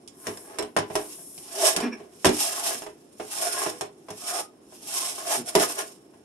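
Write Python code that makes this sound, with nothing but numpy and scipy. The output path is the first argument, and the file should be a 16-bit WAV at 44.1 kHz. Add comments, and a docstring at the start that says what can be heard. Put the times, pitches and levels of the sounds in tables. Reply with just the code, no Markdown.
"""A small kitchen with a low hum: a clear plastic drawer on the counter, scrubbed with a sponge.
Heard close, through two microphone ports, with a short room tail under the direct sound.
The drawer knocks as it is laid down and whenever the hand runs into a wall: decaying modes and noise.
Random snags of the sponge's fibres hiss and set the thin panels ringing; in the corners trains of
slips judder and swelling tones squeak."""
import sys
import numpy as np
from scipy import signal
from scipy.fft import rfft, irfft, next_fast_len
from scipy.io import wavfile
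from scipy.ndimage import map_coordinates

SR = 44100
rng = np.random.default_rng(int(sys.argv[2]) if len(sys.argv) > 2 else 0)


def dump(signal):
    """Clip the signal to [-1, 1] and save it as 16-bit WAV at the path in sys.argv[1]."""
    limited = np.clip(np.atleast_2d(signal).T, -1, 1)
    pcm = np.round(limited * 32767).astype(np.int16)
    wavfile.write(sys.argv[1], SR, pcm)


N = 275184  # samples

# Levels in the tables are relative: most layers add a trim of their own in the mix.
# hum of the room, spectrum: f/Hz, level/dB
HUM_SPECTRUM = [(25, -36), (60, -16), (110, -11), (170, -6), (260, -1.5), (370, 3), (480, -10),
                (640, -13.5), (1000, -19.5), (2000, -32), (5000, -36.5), (10000, -65), (16000, -61)]
# decay of the kitchen: f/Hz, t60/s
KITCHEN_DECAY = [(100, 0.3), (500, 0.2), (3000, 0.22), (12000, 0.099)]
# likeness of left and right, 0-1: f/Hz, likeness
LEFT_RIGHT_LIKENESS = [(130, 0.96), (300, 0.92), (640, 0.43), (1200, 0.083), (3000, .02)]
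# colour of each microphone port: f/Hz, level/dB
LEFT_PORT_COLOUR = [(330, 0), (520, 2), (780, 0), (1150, 3), (2700, 4), (4600, 3), (5450, 7), (6000, 2),
                    (7000, 3), (7700, -43), (8800, -1), (9400, 0), (10200, 10.5), (11900, 5.5),
                    (13200, -8.5), (15000, -9.5)]
RIGHT_PORT_COLOUR = [(330, 1), (520, 3), (780, 4.5), (1150, -2), (2700, 7), (4700, 1.5), (5450, 14.5),
                     (6200, 5), (7100, 9), (7800, 5), (8600, 16), (9400, -1), (10100, -21), (11400, -3.5),
                     (12100, -12), (12800, -13), (15000, -40)]
# broad wipes over the damp floor: t/s at full speed, hold/s, rise/s, fall/s, level/dB (20 dB ramps)
WIPE_GESTURES = [(0.209, 0.23, 0.073, 0.29, -51.5), (0.968, 0.43, 0.08, 0.16, -48)]
# swish of a wipe, spectrum: f/Hz, level/dB
SWISH_SPECTRUM = [(3000, -27), (7000, -8.5), (9000, -3), (10500, 1), (15000, -6)]
# damp plastic squeaking in the corner: t/s, length/s, level/dB
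CORNER_SQUEAKS = [(1.794, 0.096, -42.5), (1.912, 0.044, -43.5)]
# tones of a squeak: f/Hz, level/dB
SQUEAK_PARTIALS = [(1700, -4), (2370, -4.5), (2640, -12), (5540, -12.5)]
# steady friction locked onto one panel mode: t/s, length/s, f/Hz, level/dB at the top of the swell
SINGING_MODES = [(1.5, 0.29, 661, -34.5), (1.516, 0.22, 395, -37.5), (1.626, 0.025, 647, -23.5),
                 (1.614, 0.043, 373.6, -29.5), (1.657, 0.019, 642, -21.5), (3.405, 0.037, 665, -36),
                 (3.455, 0.027, 692, -33), (4.156, 0.37, 1257, -48), (4.28, 0.11, 710, -39.5)]
# the sponge grips and slips: t/s, length/s, slip rate f/Hz, level/dB, roughness (0-1)
GRIP_SLIPS = [(1.763, 0.053, 137.7, -36.5, .7), (1.825, .036, 260.8, -28, 0.3),
              (1.858, 0.035, 245, -30, .2), (1.895, 0.066, 235, -44.5, .45), (2.739, 0.04, 120.5, -50, 0.2),
              (4.101, 0.054, 125, -60, 0.42), (5.366, 0.075, 131.4, -40, 0.35)]
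# blows on the drawer: t/s, knock level/dB, counter thump level/dB, crack level/dB, contact pitch f/Hz
DRAWER_BLOWS = [(0.076, -72, -74, -39, 3480), (.269, -32, -48, -28, 1700), (.28, -33, -38.5, -42, 250),
                (.372, -48, -55, -37.5, 2300), (0.586, -32.5, -66, -24.5, 1720), (.591, -27, -65, -49, 344),
                (.624, -34, -48, -34, 587), (.765, -19.5, -33, -23, 1380), (.769, -24, -35, -38, 786),
                (0.787, -29.5, -31.5, -28, 420), (0.9, -32.5, -41, -58, 520), (.954, -21.5, -60, -23, 705),
                (1.185, -50, -62, -65, 685), (1.378, -53, -52, -38.5, 616), (1.763, -33, -57, -17, 2500),
                (1.803, -31.5, -65, -28, 710), (1.929, -46, -73, -53, 1100), (2.0, -42.5, -54, -66, 397),
                (2.246, -17, -38, -18, 1560), (2.254, -15.5, -25, -14, 530), (2.267, -17, -23, -17.5, 240),
                (2.291, -26.5, -35, -23, 230), (2.821, -37.5, -58, -39.5, 750), (2.864, -37, -55, -43, 800),
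                (3.198, -31, -47.5, -45, 634), (3.662, -25.5, -40.5, -34, 660),
                (3.81, -29.5, -45, -27, 900), (4.085, -38.5, -61, -47, 1050),
                (4.104, -39, -41.5, -34.5, 765), (4.723, -48.5, -66, -59, 650),
                (5.552, -15.5, -33, -12.5, 675), (5.557, -19.5, -28.5, -40, 382),
                (5.598, -33, -40, -21.5, 750), (6.136, -54, -67, -74, 690)]
# ring of the drawer under a blow: f/Hz, level/dB, t60/s
DRAWER_MODES = [(243.6, -6.5, 0.27), (304, -5, 0.38), (346.7, 0, 0.2), (375.3, 2.5, 0.15), (421, 6, 0.19),
                (500, -3.5, 0.087), (613, -68, 0.054), (628.4, 3, 0.12), (681, 1, 0.12), (766.4, -8, 0.18),
                (859, -17, 0.38), (1004.6, 2.5, 0.13), (1083, -2.5, 0.094), (1363, -15, 0.095),
                (1564, -22, 0.12), (1627, -2.5, 0.053), (1810, -7.5, 0.067), (2025, -16, 0.049)]
# drawer and counter moving together: f/Hz, level/dB, t60/s
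COUNTER_MODES = [(59, -25, 0.22), (104.7, 0.5, 0.17), (163, 5, 0.092), (202.4, 2.5, 0.13)]
# noise of a blow, spectra of its dense high modes and of its crack: f/Hz, level/dB
CLATTER_SPECTRUM = [(100, -10.5), (300, 3), (900, 2.5), (1800, -7.5), (3000, -11), (5000, -20.5),
                    (16000, -28.5)]
CRACK_SPECTRUM = [(300, 2), (1500, -14.5), (3000, -1), (7000, -0.5), (11000, -2.5), (16000, -15)]
# sponge strokes: t/s at full speed, hold/s, rise/s, fall/s (20 dB ramps), hiss level/dB,
# swell over the hold/dB, pressure/dB
SPONGE_STROKES = [(0.228, 0.06, 0.24, 0.12, -55, 17, 8.5), (0.51, 0.11, 0.26, 0.11, -62, -4, 17.5),
                  (0.898, 0.1, 0.054, 0.14, -54, 14, 5.5), (1.123, 0.046, 0.3, 0.19, -50.5, -6.5, -8),
                  (1.589, 0.094, 0.17, 0.071, -27.5, 10.5, 0), (1.776, 0.064, 0.075, 0.09, -46, -6.5, 14),
                  (1.974, 0.026, 0.057, 0.34, -70, -3, 19), (2.417, 0.19, 0.17, 0.1, -32, -7, -0.5),
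                  (2.64, 0.081, 0.024, 0.12, -30, 0, -1), (3.342, 0.068, 0.11, 0.24, -33, 3.5, -3),
                  (3.417, 0.055, 0.022, 0.076, -35, -1, 4.5), (3.555, 0.074, 0.3, 0.15, -34, 3.5, 3.5),
                  (4.282, 0.12, 0.16, 0.043, -34.5, 2.5, 1), (4.757, 0.0086, 0.075, 0.025, -49, -1, -15),
                  (4.944, 0.15, 0.12, 0.14, -32, -6, -3), (5.184, 0.029, 0.018, 0.077, -41.5, -6, 4),
                  (5.282, 0.066, 0.12, 0.066, -30, 8, 2), (5.486, 0.007, 0.036, 0.029, -33, 0.5, -1.5),
                  (5.601, 0.031, 0.084, 0.051, -27.5, 5, 4), (5.7, 0.015, 0.067, 0.063, -31.5, 0, -5),
                  (5.79, 0.021, 0.031, 0.064, -32.5, -4, 4.5), (5.867, 0.023, 0.047, 0.12, -48, -1.5, -4)]
# hiss of the fibres, spectrum: f/Hz, level/dB
FIBRE_SPECTRUM = [(300, -33), (900, 3.5), (1600, -6.5), (2100, -5), (2700, 1), (4200, 1), (7000, 3),
                  (11000, 4.5), (16000, -3.5)]
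# resonances of the panel under the sponge, and of the whole shell: f/Hz, width/Hz, level/dB
PANEL_RESONANCES = [(678, 44, -11.5), (701.3, 22.4, 2), (832, 87, -5.5), (1057, 70, -1.5),
                    (1238, 22, -12.5), (1435, 54, -10.5), (1634, 52, -13.5)]
SHELL_RESONANCES = [(317, 45, -23), (389, 20, -2), (418, 24, -2.5), (482, 16, -3.5)]

TOP_HZ = 15700  # band limit of the microphones
# each part against the hiss: level, growth toward the wall, and length of its fall as a ratio
PANEL_DB, PANEL_LEAN_DB_PER_S, PANEL_LINGER = -2.5, 37.5, 0.81
SHELL_DB, SHELL_LEAN_DB_PER_S, SHELL_LINGER = -13, 51.5, 1.8
SHELL_GROWS = 1.54  # dB of shell drone per dB of pressure
REST_HISS_DB, REST_PANEL_DB = -71, -69  # the sponge creeping between strokes, before the trims
NODES_DB, NODES_PER_S = 5.5, 12  # depth and rate at which a panel mode fades at its nodes
FOCUS_DB = 4  # loss of a mode an octave from the contact's pitch
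# the whole shell giving way after each contact: delay, level, pitch, loss an octave away
FOLLOW_S, FOLLOW_DB, FOLLOW_HZ, FOLLOW_FOCUS_DB = 0.00565, -7, 380, 9
# time constant of a hard contact; dB of stretch per dB that the crack lies under the knock
ATTACK_S, SOFTENING = 0.00053, 0.62
SLOWING = 0.91  # slip rate at the end of a judder over that at its start
DRIFT = 0.012  # share by which a singing pitch wanders with the pressure


def amp(db):
    """Decibels to gain."""
    return 10 ** (np.asarray(db) / 20)


def unit(x):
    """Scale to rms 1."""
    return x / np.sqrt(np.mean(x ** 2) + 1e-20)


def along(points, hz):
    """Read (f/Hz, value) points on a log frequency axis."""
    f, value = np.transpose(points)
    return np.interp(np.log(hz + 1), np.log(f + 1), value)


def wobble(rate):
    """A smooth random curve with `rate` knots a second."""
    knots = rng.standard_normal(int(N * rate / SR) + 4)
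    return map_coordinates(knots, [np.arange(N) * rate / SR])


def filtered(x, response):
    """Multiply the spectrum of x by a complex response of frequency."""
    n = x.shape[-1]
    padded = 2 * next_fast_len(n // 2 + 8192)
    spectrum = rfft(x, padded) * response(np.fft.rfftfreq(padded, 1 / SR))
    return irfft(spectrum, padded)[..., :n]


def colour(points):
    """Causal minimum-phase response with the given (f/Hz, level/dB), by folding the cepstrum."""
    def response(hz):
        cepstrum = irfft(np.log(amp(along(points, hz))))
        half = len(cepstrum) // 2
        cepstrum[1:half] *= 2
        cepstrum[half + 1:] = 0
        return np.exp(rfft(cepstrum))
    return response


def resonances(modes):
    """Causal response of damped resonators (f/Hz, width/Hz, level/dB), summed."""
    def response(f):
        return sum(amp(db) * 1j * f * width / (centre * centre - f * f + 1j * f * width)
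                   for centre, width, db in modes)
    return response


def spread(pair):
    """Blend two unrelated signals into left and right, alike in the bass and unlike in the treble."""
    def mid_and_side(hz):
        turn = np.arccos(np.clip(along(LEFT_RIGHT_LIKENESS, hz), -1, 1)) / 2
        return np.array([np.cos(turn), np.sin(turn)])
    mid, side = filtered(pair, mid_and_side)
    return np.array([mid + side, mid - side])


def noise(spectrum, size):
    """Coloured stereo noise of rms 1."""
    return unit(filtered(spread(rng.standard_normal((2, size))), colour(spectrum)))


def add(track, s, sound):
    """Mix a sound in at time s."""
    part = track[:, max(round(s * SR), 0):][:, :sound.shape[-1]]
    part += sound[..., :part.shape[-1]]


def walls(x, echo, count=14):
    """Quick reflections between the drawer's walls comb the treble and make it hollow."""
    paths = np.zeros((2, SR // 100))
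    for ear in paths:
        delays = rng.integers(SR // 2000, len(ear), count)  # 0.5 to 10 ms
        ear[delays] = echo * rng.choice([-1, 1], count)
    echoes = signal.fftconvolve(x, paths, axes=1)[:, :x.shape[-1]]
    echoes = filtered(echoes, colour([(400, -12.5), (1300, 4.5)]))
    return (x + echoes) / np.sqrt(1 + count * echo ** 2)


def gesture(t, hold, rise, fall):
    """Level in dB of a hand movement at full speed from t = 0: rise, hold, fall."""
    return -20 * (np.maximum(-t, 0) / rise + np.maximum(t - hold, 0) / fall)


def hum():
    """The low hum of the kitchen: steady noise weighted to the bass."""
    return amp(-54.5) * noise(HUM_SPECTRUM, size=N)


def room(x):
    """The kitchen's short, diffuse answer: noise decaying at its own pace in each band."""
    hz, t, bands = signal.stft(rng.standard_normal((2, SR // 2)), SR, nperseg=256)
    decay = amp(-60 * t / along(KITCHEN_DECAY, hz)[:, None])
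    tail = spread(signal.istft(bands * decay, SR, nperseg=256)[1])
    tail = np.pad(tail / np.linalg.norm(tail[0]), ((0, 0), (SR // 200, 0)))  # starts 5 ms late
    return signal.fftconvolve(x, tail, axes=1)[:, :N]


def wipes():
    """Drawn lightly over the damp floor, the sponge gives a fine, smooth swish."""
    t = np.arange(N) / SR
    level = sum(amp(db + gesture(t - s, hold, rise, fall)) for s, hold, rise, fall, db in WIPE_GESTURES)
    return level * noise(SWISH_SPECTRUM, size=N)


def squeaks():
    """A tight rub keeps a mode singing; the higher the mode, the more its pitch and strength rasp."""
    out = np.zeros((2, N))
    high = [(s, length, hz, db + tone_db)
            for s, length, db in CORNER_SQUEAKS for hz, tone_db in SQUEAK_PARTIALS]
    for s, length, hz, db in SINGING_MODES + high:
        swell = np.hanning(int(length * SR))
        n = len(swell)
        pitch = hz * (1 + DRIFT * wobble(30)[:n])
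        pitch = pitch + 28 * (hz / 700) ** 0.85 * wobble(300)[:n]
        rasp = 1 + 0.31 * min(hz / 1500, 1) * wobble(381)[:n]
        tone = np.sin(2 * np.pi * np.cumsum(pitch) / SR)
        add(out, s, amp(db) * np.sqrt(2) * swell * rasp * tone)
    return out


def judders():
    """The gripping sponge slips in quick jerks that make the wall groan."""
    out, t = np.zeros((2, N)), np.arange(SR // 4) / SR
    wall = colour([(40, -25), (120, -1.5), (250, 5.5), (390, 7.5), (470, -13.5),
                   (1000, -15.0), (2500, -26.5), (8000, -46)])
    for s, length, slip_hz, db, rough in GRIP_SLIPS:
        rate = np.interp(t, [0, length], [slip_hz, SLOWING * slip_hz])
        rate = rate * np.exp(0.29 * rough * wobble(150)[:len(t)])
        slips = np.diff(np.floor(np.cumsum(rate) / SR), prepend=-1)  # one impulse a cycle
        swell = np.sqrt(np.abs(np.sin(np.pi * np.minimum(t / length, 1))))
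        jerks = slips * swell * (1 + rough * rng.standard_normal(len(t)))
        groan = filtered(jerks, wall)
        # little sounds below the slip rate
        groan = filtered(groan, colour([(slip_hz / 2, -20), (0.93 * slip_hz, 0)]))
        add(out, s, amp(db) * unit(groan) * np.sqrt(length / t[-1]))
    return out


def ringing(modes, t, attack, contact_hz, focus_db, width):
    """Decaying modes at fresh strengths; those near the contact's pitch are struck hardest."""
    hz, db, t60 = np.transpose(modes)[:, :, None]
    chance = rng.standard_normal((3, len(modes), 1))
    gain = amp(db + 0.59 * chance[0] - focus_db * np.log2(hz / contact_hz) ** 2)
    phase = 2 * np.pi * hz * (1 + 0.016 * chance[1]) * t
    skew = width * np.minimum(hz / 1000, 1) * chance[2]  # short waves reach the ports out of step
    sign = (-1) ** np.arange(len(modes))[:, None]
    fade = sign * gain / np.linalg.norm(gain) * amp(-60 * t / t60)
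    pair = np.array([np.sum(fade * np.sin(phase + side * skew), axis=0) for side in (-1, 1)])
    return pair * (1 - np.exp(-t / attack))


def knocks():
    """A blow pushes air, cracks, clatters in dense high modes, rings drawer and shell, thumps the counter."""
    out, t = np.zeros((2, N)), np.arange(SR // 2) / SR
    for s, db, thump_db, crack_db, contact_hz in DRAWER_BLOWS:
        u = np.pi * contact_hz * t
        push = np.sin(2 * u) * np.exp(-u / 2)
        push = filtered(push, colour([(20, -40), (70, -28.5), (280, 1)]))  # small panel, little bass
        ring = ringing(DRAWER_MODES, t, attack=0.0014, contact_hz=contact_hz,
                       focus_db=FOCUS_DB, width=0.85)
        follow = ringing(DRAWER_MODES, t, attack=0.00098, contact_hz=FOLLOW_HZ,
                         focus_db=FOLLOW_FOCUS_DB, width=0.5)
        thump = ringing(COUNTER_MODES, t, attack=0.003, contact_hz=130, focus_db=0, width=0.3)
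        # each noise has a fast and a slow decay
        clatter_fade = amp(-60 * t / 0.02) + amp(-4.5 - 60 * t / 0.18)
        clatter = noise(CLATTER_SPECTRUM, size=len(t)) * clatter_fade * (contact_hz / 700) ** 0.27
        crack_fade = amp(-60 * t / 0.012) + amp(-18.5 - 60 * t / 0.064)
        crack = noise(CRACK_SPECTRUM, size=len(t)) * crack_fade
        # padded by the sponge, a blow starts softly
        attack = ATTACK_S * amp(SOFTENING * np.clip(db - crack_db, 0, 20))
        snap = walls(amp(db - 4.0) * clatter + amp(crack_db) * crack, echo=0.12)
        snap = snap * (1 - np.exp(-t / attack))
        push = amp(db + 9) * np.sqrt(ATTACK_S / attack) * push
        add(out, s, push + amp(db + 2.5) * ring + amp(thump_db + 3.0) * thump + snap)
        add(out, s + FOLLOW_S, amp(db + FOLLOW_DB) * follow)
    return out


def snags(per_second, scatter_db):
    """Tiny impulses of fibres catching and letting go at random moments."""
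    caught = rng.random(N) < per_second / SR
    strength = amp(scatter_db * rng.standard_normal(N))
    return spread(caught * strength * rng.standard_normal((2, N)))


def roaming(per_second, count=3):
    """Snags heard through wall reflections that change as the sponge travels."""
    weights = amp(7.8 * np.array([wobble(7) for _ in range(count)]))
    weights /= np.linalg.norm(weights, axis=0)
    return sum(w * walls(snags(per_second=per_second, scatter_db=3.0), echo=0.18) for w in weights)


def panel_modes(drag):
    """The drag's energy passes from mode to mode as the sponge crosses their nodes."""
    hz, width, db = np.transpose(PANEL_RESONANCES)[:, :, None]
    weights = amp(NODES_DB * np.array([wobble(NODES_PER_S) for _ in PANEL_RESONANCES]))
    weights /= np.sqrt(np.sum((weights * amp(db)) ** 2 * np.abs(width), axis=0))
    return sum(w * filtered(drag, resonances([mode])) for w, mode in zip(weights, PANEL_RESONANCES))


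def stroke_levels():
    """Hiss, panel and shell in dB: speed drives all three, and the hand presses harder near the wall."""
    clock = np.arange(0, N, 64) / SR
    s, hold, rise, fall, db, swell_db, pressure_db = np.transpose(SPONGE_STROKES)[:, :, None]
    t = clock - s
    effort = db + swell_db * (np.clip(t / hold, 0, 1) - 0.5)
    to_go = np.maximum(hold - t, 0)  # s left before the hold ends

    hiss = effort + gesture(t, hold, rise, fall)
    panel = effort + gesture(t, hold, rise, fall * PANEL_LINGER)
    panel = panel + PANEL_DB + pressure_db - PANEL_LEAN_DB_PER_S * to_go
    shell = effort + gesture(t, hold, rise, fall * SHELL_LINGER)
    shell = shell + SHELL_DB + SHELL_GROWS * pressure_db - SHELL_LEAN_DB_PER_S * to_go

    def total(levels, rest):
        power = np.sum(amp(levels) ** 2, axis=0) + rest ** 2 + 1e-20
        return np.interp(np.arange(N) / SR, clock, 10 * np.log10(power))
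    return total(hiss, amp(REST_HISS_DB)), total(panel, amp(REST_PANEL_DB)), total(shell, 0)


def sponge():
    """Snagging fibres hiss and drive the drawer's panels; the grip flutters as the sponge slides."""
    hiss_db, panel_db, shell_db = stroke_levels()
    grip = wobble(70) + 0.73 * wobble(20)
    fibres = filtered(roaming(per_second=5000), colour(FIBRE_SPECTRUM))
    drag = snags(per_second=2500, scatter_db=-2.0)
    panel_colour = colour([(150, -11.5), (450, -21.5), (600, 2.0), (1800, -0.5), (5000, 0.0)])
    panel = filtered(panel_modes(drag), panel_colour)
    shell_colour = colour([(60, -9), (200, -24.0), (320, -1.0), (520, -8), (1200, -18.0)])
    shell = filtered(filtered(drag, resonances(SHELL_RESONANCES)), shell_colour)
    hiss = amp(hiss_db - 2.0 + 1.6 * grip) * unit(fibres)
    ring = amp(panel_db - 1 + 0.24 * grip) * unit(panel)
    drone = amp(shell_db - 1.5) * unit(shell)
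    return hiss + ring + drone


def scene():
    """Scrubbing and knocks close by, the kitchen's answer to both, and its hum."""
    rub = sponge() + wipes()
    blows = knocks() + judders() + squeaks()
    answer = room(amp(-7.5) * blows + amp(-11.5) * rub)
    return rub + blows + answer + hum()


def record(dry):
    """Each microphone port colours the treble in its own way; nothing is kept above the band limit."""
    left = filtered(dry[0], colour(LEFT_PORT_COLOUR))
    right = filtered(dry[1], colour(RIGHT_PORT_COLOUR))
    return filtered(np.array([left, right]), lambda hz: hz < TOP_HZ)


dry = scene()
out = record(dry)
dump(out)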